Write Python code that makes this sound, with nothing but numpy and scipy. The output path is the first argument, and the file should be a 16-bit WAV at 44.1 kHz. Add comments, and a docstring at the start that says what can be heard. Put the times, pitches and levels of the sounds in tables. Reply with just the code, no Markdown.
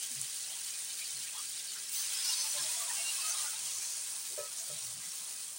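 """Curry fries in a steel pan on a gas stove, heard from close above in a small kitchen.
Water bursts in the hot fat, bubbles fizz, steam sputters through the sauce and drops of fat spit.
Spiced water is poured in from a steel cup: it flashes to steam on the hot metal and gurgles,
then the sizzle settles. Steel knocks dully twice as the cup is put aside.
Underneath, the flame burns steadily and faint low rumbles come and go."""
import sys
import numpy as np
from scipy import signal
from scipy.fft import rfft, irfft, next_fast_len
from scipy.io import wavfile

SR = 44100
rng = np.random.default_rng(int(sys.argv[2]) if len(sys.argv) > 2 else 0)


def store_pcm(level_fs):
    """Save levels as 16-bit WAV."""
    pcm = np.round(np.clip(level_fs, -1, 1) * 32767).astype(np.int16)
    wavfile.write(sys.argv[1], SR, np.atleast_2d(pcm).T)


N = 246078

# Levels in the tables are relative: a function may turn a whole layer up or down.
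# tone of the gas flame: (frequency [Hz], level [dB])
FLAME_COLOUR = [(20, -15), (50, 1), (90, -1), (135, 6), (190, 2), (250, 5), (330, -1.5), (600, 3),
                (2000, -26.5)]
# soft low rumbles, and a soft knock just before the cup lands: (middle [s], length [s], pitch [Hz], width
# [share of pitch], level [dB])
RUMBLES = [(0.128, 0.077, 243, 0.17, -65), (0.203, 0.12, 133, 0.27, -59), (1.18, 0.12, 120, 0.72, -68.5),
           (2.62, 0.17, 140, 0.59, -68), (2.618, 0.12, 323, 0.33, -68.5), (3.64, 0.12, 145, .4, -72),
           (3.77, 0.12, 76.4, 0.47, -76), (4.324, 0.06, 392, .3, -63.5), (4.403, 0.048, 100, 0.67, -68),
           (4.74, 0.11, 142, .35, -61.5), (4.88, 0.15, 112, 0.3, -65), (4.98, 0.12, 130, 0.64, -65.5),
           (5.075, 0.054, 160, .7, -68), (5.22, .06, 150, .5, -72.5)]
# the emptying cup sings: (middle [s], length [s], pitch [Hz], width [share of pitch], level [dB])
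CUP_RINGS = [(2.99, .1, 2756, .006, -51), (3.0, .1, 2200, 0.023, -54.5), (3.06, .07, 2770, .015, -47),
             (3.097, .06, 2800, 0.034, -43), (3.085, .05, 5600, .012, -48), (3.08, 0.069, 4300, .02, -49),
             (3.25, .26, 2600, .008, -55), (3.44, .04, 2756, .01, -56)]
# the cup lands and chatters:
# (time [s], level [dB], hardness [dB per octave], contact length [s], time until stilled [s])
KNOCKS = [(4.376, -30.5, -3, .005, 0.1), (4.394, -53, 14, .003, .1), (4.428, -54, 9, .003, 0.046),
          (4.453, -50, 6, .003, .03), (4.698, -44, 2, .003, 0.063)]
# the notes in a knock: (pitch [Hz], level [dB], time to fade by 60 dB if left free [s])
KNOCK_NOTES = [(403, -16, 0.21), (470, -13, .24), (530, 0, .07), (560, -14, 0.33), (590, -1.5, 0.21),
               (969, -22, .15), (1035, -27, .35), (1289, -17.5, 0.74), (1730, -20.5, .13), (1920, -28, .2),
               (2455, -23, .1)]
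# the stream lands and digs a hollow in the sauce: (time [s], level [dB], pitch of the hollow [Hz])
POUR = [(1.9, -87, 1200), (1.99, -59, 1300), (2.08, -63.5, 1200), (2.18, -58.5, 1400), (2.3, -63.5, 980),
        (2.46, -55, 930), (2.52, -69, 950), (2.59, -53, 1080), (2.72, -55, 1040), (2.83, -54.5, 1150),
        (2.93, -52.5, 920), (3.04, -54, 1010), (3.15, -62, 1150), (3.28, -54, 1310), (3.38, -53.5, 1210),
        (3.48, -56.5, 1310), (3.56, -59.5, 1130), (4.1, -64.5, 1130)]
# tone of the gurgle: (frequency [Hz], level [dB])
GURGLE_COLOUR = [(350, -16), (560, -5), (1000, 1.5), (1600, -4), (2600, 0.5), (4500, -18)]
# tone of water flashing to steam: (frequency [Hz], level [dB])
FLASH_COLOUR = [(1000, -6), (1600, -12.5), (2700, -2.5), (4000, -0.5), (5200, 2.5), (6200, 1), (8000, -21)]
# the notes the pan rings with: (pitch [Hz], width [Hz], level [dB])
PAN_NOTES = [(693, 4, -9), (780, 17, -14), (889, 19, -6.5), (1185, 35, -4), (1262, 17, 0.5), (1558, 28, -3),
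             (2204, 70, -2), (2516, 28, 3.5), (2750, 14, -3), (3140, 130, 4.5), (3410, 70, 6.5),
             (3830, 90, 5), (4070, 27, 0), (4246, 35, 3), (4386, 30, 3.5), (4750, 23, 4), (5200, 30, 7),
             (5700, 48, -4), (6100, 20, -1), (6270, 40, 9), (7720, 38, 11)]
# large steam pockets, with the stream's gurgles and the pan and cup ringing among them: (middle [s], length
# [s], pitch [Hz], width [share of pitch], level [dB])
SPUTTERS = [(0.028, 0.084, 2980, 0.12, -53.5), (0.508, 0.1, 720, 0.45, -64.5), (.57, .08, 900, .3, -67),
            (0.542, 0.073, 3230, 0.13, -53), (1.019, 0.065, 2380, 0.09, -52), (1.283, 0.05, 2620, 0.2, -54),
            (1.358, 0.054, 940, 0.28, -58.5), (1.39, 0.06, 1190, 0.13, -55.5),
            (1.38, 0.082, 3290, .06, -54.5), (1.395, .03, 4620, .04, -52), (1.69, 0.068, 4400, 0.13, -51),
            (1.772, 0.057, 1490, 0.55, -56.5), (1.955, 0.053, 6000, .025, -48),
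            (2.009, .13, 6200, 0.011, -46.5), (2.0, 0.11, 4600, .14, -48.5), (2.2, 0.13, 5090, 0.03, -47.5),
            (2.255, 0.047, 4470, 0.03, -46), (2.295, .1, 5200, 0.025, -40), (2.28, 0.14, 5720, 0.03, -46),
            (2.335, .05, 4600, 0.13, -41), (2.339, 0.03, 3830, 0.016, -42.5),
            (2.401, 0.12, 6140, 0.027, -43.5), (2.41, 0.15, 5150, .1, -44.5), (2.41, .14, 4430, .04, -47.5),
            (2.52, 0.12, 5980, .025, -48), (2.625, 0.07, 5330, .015, -44), (2.185, 0.058, 1550, .06, -57),
            (2.25, .035, 1065, .04, -62), (2.26, .06, 1455, .03, -60), (2.32, 0.078, 994, .03, -58.5),
            (2.3, 0.039, 880, 0.04, -58.5), (2.41, .09, 994, .03, -61), (2.46, 0.067, 879, .04, -58.5),
            (2.567, 0.059, 589, 0.043, -54.5), (2.595, 0.068, 1050, .09, -54),
            (2.595, 0.042, 1670, 0.11, -52), (2.585, 0.041, 3800, .6, -44), (2.66, 0.054, 635, .08, -62),
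            (2.77, 0.13, 6750, .12, -47.5), (2.824, 0.08, 1173, 0.068, -53.5),
            (2.909, 0.036, 1810, 0.12, -50), (2.83, .15, 686, 0.021, -61), (2.93, 0.07, 880, 0.076, -57),
            (3.0, 0.089, 690, .03, -61.5), (3.08, 0.1, 3900, 0.06, -50), (3.2, 0.049, 1090, 0.037, -56),
            (3.275, 0.11, 1262, 0.015, -52), (3.355, .05, 1220, .08, -56), (3.28, 0.11, 686, 0.029, -62.5),
            (3.305, 0.07, 6230, 0.04, -42), (3.305, .06, 5720, .03, -47), (3.36, 0.046, 1080, .06, -58),
            (3.42, 0.14, 1190, 0.018, -60), (3.473, 0.071, 1440, 0.06, -54), (3.45, 0.054, 880, .03, -59),
            (3.545, .04, 885, .05, -62), (3.82, 0.57, 6330, 0.34, -46.5), (4.595, 0.058, 6300, 0.35, -45.5),
            (4.61, 0.082, 687, 0.032, -65), (4.77, .12, 3950, .25, -56), (4.8, .16, 5700, .012, -56),
            (5.035, .04, 2000, .04, -60), (5.11, 0.06, 5650, .02, -53)]
# strength of the fizz, which dies down once the sauce is thinned: (time [s], level [dB])
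FIZZ = [(0, -42), (0.6, -41), (1.85, -42), (2.15, -44.5), (2.6, -39.5), (2.98, -40.5), (3.25, -38),
        (3.6, -41), (4.1, -44.5), (4.5, -45.5), (5.35, -45.5), (5.58, -50)]
# tone of the fizz: (frequency [Hz], level [dB])
FIZZ_COLOUR = [(900, -27), (1600, -10), (2700, -4), (4300, -0.5), (6200, -2), (7500, -1), (10000, 2.5)]
# the loudest spits of fat: (time [s], level [dB])
SPITS = [(0.1164, -22), (0.153, -28), (0.215, -21), (0.371, -23), (0.8485, -21.5), (1.2296, -30),
         (1.4277, -24), (1.4557, -28), (1.8947, -23), (3.052, -26), (3.282, -26.5), (3.9685, -23),
         (4.2407, -29), (4.3867, -26), (4.806, -32), (4.912, -32), (4.938, -24), (5.001, -30), (5.155, -29),
         (5.2467, -25)]
# tone of a spit: (frequency [Hz], level [dB])
SPIT_COLOUR = [(800, -37), (3000, -26), (6000, -11), (9000, 4), (10300, -1), (11300, -22), (13600, -17),
               (15500, -9.5)]
# tone of the crackle: (frequency [Hz], level [dB])
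CRACKLE_COLOUR = [(500, -23), (3000, 0.5), (9000, 10), (10500, 0.5), (11300, -1.5), (13600, -0.5),
                  (14700, 8), (15800, 2)]
# the crackle flares where liquid meets bare metal: (time [s], level [dB], half-length [s])
FLARES = [(1.496, -47.5, 0.016), (1.95, -36, 0.036), (2.005, -41, 0.02), (2.12, -44, .022),
          (2.2, -46, .016), (2.833, -46.5, .015), (3.25, -48.5, .015), (4.212, -48, .04)]
# tone of a flare: (frequency [Hz], level [dB])
FLARE_COLOUR = [(4000, -25), (8500, 3), (10500, -9), (11500, -2), (13600, -14), (14700, 8), (15800, 8)]
# how hard the curry boils and spatters: (time [s], level [dB])
BOIL = [(0.0, -42.5), (0.01, -43), (0.73, -44), (0.78, -43.5), (1.9, -45.5), (1.945, -39.5), (2.08, -40),
        (2.25, -38.5), (3.46, -38.5), (3.56, -42.5), (3.88, -41.5), (4.41, -44), (4.52, -46.5),
        (4.6, -44.5), (4.93, -44.5), (4.96, -45.5), (5.17, -44.5), (5.47, -45.5), (5.58, -47.5)]
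# tone of the spatter: (frequency [Hz], level [dB])
SPATTER_COLOUR = [(100, -68), (330, -35), (700, -19), (1500, -16.5), (3000, -22), (5000, -8.5),
                  (7500, -3.5), (9000, 2.5), (10300, -4), (11000, -16), (13600, -29.5), (14700, -21),
                  (15800, -4.5)]


def from_db(db):
    """Turn decibels into a number to multiply by."""
    return 10 ** (np.asarray(db) / 20)


def rms_one(x):
    """Scale a signal so that its average power is one."""
    return x / np.sqrt(np.mean(x ** 2) + 1e-20)


def in_time(rows):
    """Join a table's points with straight lines: one curve for each column after the time."""
    times, *columns = np.transpose(rows)
    return [np.interp(np.arange(N) / SR, times, column) for column in columns]


def drift(rate_hz):
    """A smooth random wobble, about one in size; a higher rate wobbles faster."""
    step, warm_up = 40, 2000  # samples per point; points thrown away at the start
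    r = np.exp(-2 * np.pi * rate_hz * step / SR)
    noise = rng.standard_normal(N // step + warm_up + 2)
    slow = signal.lfilter([1], [1, -2 * r, r * r], noise)[warm_up:]
    return np.interp(np.arange(N) / step, np.arange(len(slow)), rms_one(slow))


def colour(x, spectrum):
    """Make each frequency louder or softer, following a tone table."""
    size = next_fast_len(N + SR // 10, real=True)
    hz, db = np.transpose(spectrum)
    grid_hz = np.arange(size // 2 + 1) * SR / size
    log_gain = np.log(from_db(np.interp(np.log(grid_hz + 1), np.log(hz), db)))
    # this fold (minimum phase) makes the filter ring only after a click, never before it
    cepstrum = irfft(log_gain, size)
    cepstrum[1:size // 2] *= 2
    cepstrum[size // 2 + 1:] = 0
    return irfft(rfft(x, size) * np.exp(rfft(cepstrum)), size)[:N]


def ring(clicks, hz, fade_s):
    """Each click starts a pure note that drops by 60 dB in fade_s."""
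    r, angle = from_db(-60 / (fade_s * SR)), 2 * np.pi * hz / SR
    return signal.lfilter([0, np.sin(angle)], [1, -2 * r * np.cos(angle), r * r], clicks + 1e-18)


def resonance(x, hz, width_hz):
    """Let through a band around one pitch; a narrower band rings longer."""
    r, angle = np.exp(-np.pi * width_hz / SR), 2 * np.pi * hz / SR
    gain = (1 - r * r) / 2
    return signal.lfilter([gain, 0, -gain], [1, -2 * r * np.cos(angle), r * r], x + 1e-18)


def bursts(per_s, spread_db):
    """Clicks at random moments: many small ones, a few large."""
    sizes = from_db(spread_db * np.minimum(rng.exponential(1, N), 5))
    return sizes * rng.choice([-1, 1], N) * (rng.random(N) < per_s / SR)


def bubbles(clicks, low_hz, high_hz, sharpness, patchy_db, count):
    """Every click rings a bubble, in one of `count` sizes; each size comes in flurries."""
    which_size = rng.integers(0, count, N)
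    pitches = np.geomspace(low_hz, high_hz, count) * np.exp(rng.normal(0, .015, count))
    return sum(resonance(clicks * (which_size == k) * from_db(patchy_db * drift(21)), hz, hz / sharpness)
               for k, hz in enumerate(pitches))


def swells(rows, rough):
    """Each row is noise that swells and fades around one pitch; rough runs from 0 (even) to 1."""
    out = np.zeros(N)
    for middle_s, length_s, hz, width, level_db in rows:
        size = int(length_s * SR)
        band = resonance(rng.standard_normal(3 * size), hz, width * hz)
        band = signal.hilbert(resonance(band, hz, width * hz))[size:2 * size]
        tone = np.cos(np.angle(band)) * np.abs(band) ** rough  # the wave times its flutter
        swell = from_db(level_db) * rms_one(tone * np.sqrt(np.hanning(size)))
        at = int(middle_s * SR) - size // 2 + np.arange(size)
        inside = (at >= 0) & (at < N)
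        out[at[inside]] += swell[inside]
    return out


def kitchen(x):
    """Hard walls add a short, slightly dull echo."""
    fade_s, first_echo_s, echo_db = 0.076, .004, -8.5
    t = np.arange(SR // 2) / SR
    tail = rng.standard_normal(len(t)) * from_db(-60 * t / fade_s) * (t > first_echo_s)
    tail = signal.sosfilt(signal.butter(1, 7000, fs=SR, output="sos"), tail / np.linalg.norm(tail))
    return x + from_db(echo_db) * signal.fftconvolve(x, tail)[:N]


def flame_and_rumbles():
    """The gas flame rushes steadily, along with a faint hum, soft rumbles and a soft knock before the cup
    lands."""
    flame = from_db(-71.5) * rms_one(colour(rng.standard_normal(N), FLAME_COLOUR))
    hum = from_db(-80.5) * rms_one(resonance(rng.standard_normal(N), hz=394, width_hz=2.4))
    return flame + hum + swells(RUMBLES, rough=0.5)


def cup_knocks():
    """The steel cup is put down: its notes build up quickly, ring, and are stilled by the hand."""
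    t = np.arange(SR // 4) / SR
    out = np.zeros(N)
    for time_s, level_db, hardness, contact_s, held_s in KNOCKS:
        notes = sum(from_db(db + hardness * np.log2(hz / 550)) * ring(t == 0, hz, fade_s)
                    for hz, db, fade_s in KNOCK_NOTES)
        rise = 1 - np.exp(-(t / contact_s) ** 2)
        grip = np.exp(-(t / held_s) ** 4)
        start = int(time_s * SR)
        out[start:start + len(t)] += from_db(level_db) * notes * rise * grip
    return out


def gurgle():
    """The stream folds bubbles into the sauce; those near the pitch of its hollow ring loudest."""
    lift_db, reach_octaves, sharpness = 6, 0.31, 58
    level_db, hollow_hz = in_time(POUR)
    out = np.zeros(N)
    for hz in np.geomspace(560, 2600, num=32):
        nearness = 1 / (1 + (np.log2(hz / hollow_hz) / reach_octaves) ** 2)
        folds = bursts(per_s=48, spread_db=3) * from_db(lift_db * nearness + 6.2 * drift(16))
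        out += resonance(folds, hz, hz / sharpness) / np.sqrt(hz)
    return rms_one(colour(out, GURGLE_COLOUR)) * from_db(level_db - 3)


def steam_flash():
    """Water hits hot steel and seethes with ringing bubbles, which build, then die as the pan cools."""
    contact_s, wetting_s = 1.93, 0.02
    peak_s, peak_db, rise_db_per_s, fall_db_per_s = 2.295, -41, 13, 22
    t = np.arange(N) / SR
    wetted = np.clip((t - contact_s) / wetting_s + .5, 0, 1)
    level_db = peak_db + np.minimum(rise_db_per_s * (t - peak_s), fall_db_per_s * (peak_s - t))
    clicks = bursts(per_s=1800, spread_db=1.3)
    seethe = bubbles(clicks, low_hz=1300, high_hz=6400, sharpness=140, patchy_db=2.4, count=72)
    return rms_one(colour(seethe, FLASH_COLOUR)) * from_db(level_db) * wetted


def pan_ring(fizz_db):
    """The steel pan sings faintly under the bubbles, and more while the water lands in it."""
    pour_db, _ = in_time(POUR)
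    taps = bursts(per_s=2300, spread_db=1.5)
    strength = from_db(fizz_db - 38) + from_db(pour_db - 16)
    return strength * sum(from_db(db + 3.2 * drift(10)) * rms_one(resonance(taps, hz, width_hz))
                          for hz, width_hz, db in PAN_NOTES)


def sputters(fizz_db):
    """Steam escapes through pockets in the sauce, the stream gurgles and the pan and cup ring: the listed ones,
    and small random pockets with the fizz."""
    count, low_hz, high_hz, mean_length_s, width = 30, 2370, 5450, .075, .062
    small = []
    for k, (when, pitch, length) in enumerate(rng.random((count, 3))):
        at = int((k + when) / count * N)
        hz = low_hz * (high_hz / low_hz) ** pitch
        small.append((at / SR, mean_length_s * (.5 + length), hz, width, fizz_db[at] - 18.5))
    return from_db(0.4) * swells(SPUTTERS + small, rough=0.74)


def fizz(fizz_db):
    """Small steam bubbles ring briefly in the sauce."""
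    clicks = bursts(per_s=6000, spread_db=2.8)
    froth = bubbles(clicks, low_hz=1400, high_hz=7518, sharpness=54, patchy_db=2.5, count=64)
    return rms_one(colour(froth, FIZZ_COLOUR)) * from_db(fizz_db - 5.5 + .9 * drift(14))


def spits():
    """Drops of fat burst, each loud one a sharp click with a ragged tail."""
    tail_s, tail_strength = 0.00055, 0.24
    t = np.arange(SR // 100) / SR
    out = np.zeros(N)
    for time_s, level_db in SPITS:
        crack = (t == 0) + tail_strength * rng.standard_normal(len(t)) * np.exp(-t / tail_s)
        start = int(time_s * SR)
        out[start:start + len(t)] += from_db(level_db - 2) * crack
    out += from_db(-40.5) * bursts(per_s=36, spread_db=1)  # smaller drops spit at random
    click_peak = np.max(np.abs(colour(np.arange(N) == 0, SPIT_COLOUR)))
    return colour(out, SPIT_COLOUR) / click_peak


def crackle(boil_db):
    """The smallest drops flash off in very sharp ticks; each flare adds a thick, bright spray."""
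    t = np.arange(N) / SR
    ticks = rms_one(colour(bursts(per_s=2100, spread_db=3.5), CRACKLE_COLOUR))
    spray = rms_one(colour(bursts(per_s=2000, spread_db=3), FLARE_COLOUR))
    ticks_db = -48 + 0.67 * (boil_db - np.median(boil_db))  # partly follows the boil
    flicker_db = 2 * drift(11) + .8 * drift(40)
    flares = sum(from_db(db + 1.5) * np.exp(-.5 * ((t - time_s) / half_s) ** 2)
                 for time_s, db, half_s in FLARES)
    return ticks * from_db(ticks_db + flicker_db) + flares * spray


def spatter(boil_db):
    """Water bursts in the hot fat as tiny cracks; a harder boil makes more, and a smoother hiss."""
    per_s = 13000 * from_db(1.8 * (boil_db - np.median(boil_db)))
    fine = rms_one(bursts(per_s, spread_db=3.5) / np.sqrt(per_s))
    large = from_db(-22) * rms_one(bursts(per_s=110, spread_db=1))
    flicker_db = .5 * drift(32) + 0.64 * drift(7.2)
    return rms_one(colour(fine + large, SPATTER_COLOUR)) * from_db(boil_db + 2.5 + flicker_db)


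def scene():
    """Add up the frying, the pouring, the cup and the stove, the same on left and right."""
    boil_db, = in_time(BOIL)
    fizz_db, = in_time(FIZZ)
    frying = spatter(boil_db) + fizz(fizz_db) + pan_ring(fizz_db)
    pouring = gurgle() + steam_flash()
    cup = swells(CUP_RINGS, rough=0.45) + cup_knocks()
    pops = crackle(boil_db) + spits() + sputters(fizz_db)
    sound = kitchen(frying + pouring) + pops + cup + flame_and_rumbles()
    return np.array([sound, sound])


def record(dry):
    """Cut away the very highest treble."""
    cutoff_hz = 15850
    return signal.sosfilt(signal.ellip(12, .2, 70, cutoff_hz, fs=SR, output="sos"), dry)


dry = scene()
out = record(dry)
store_pcm(out)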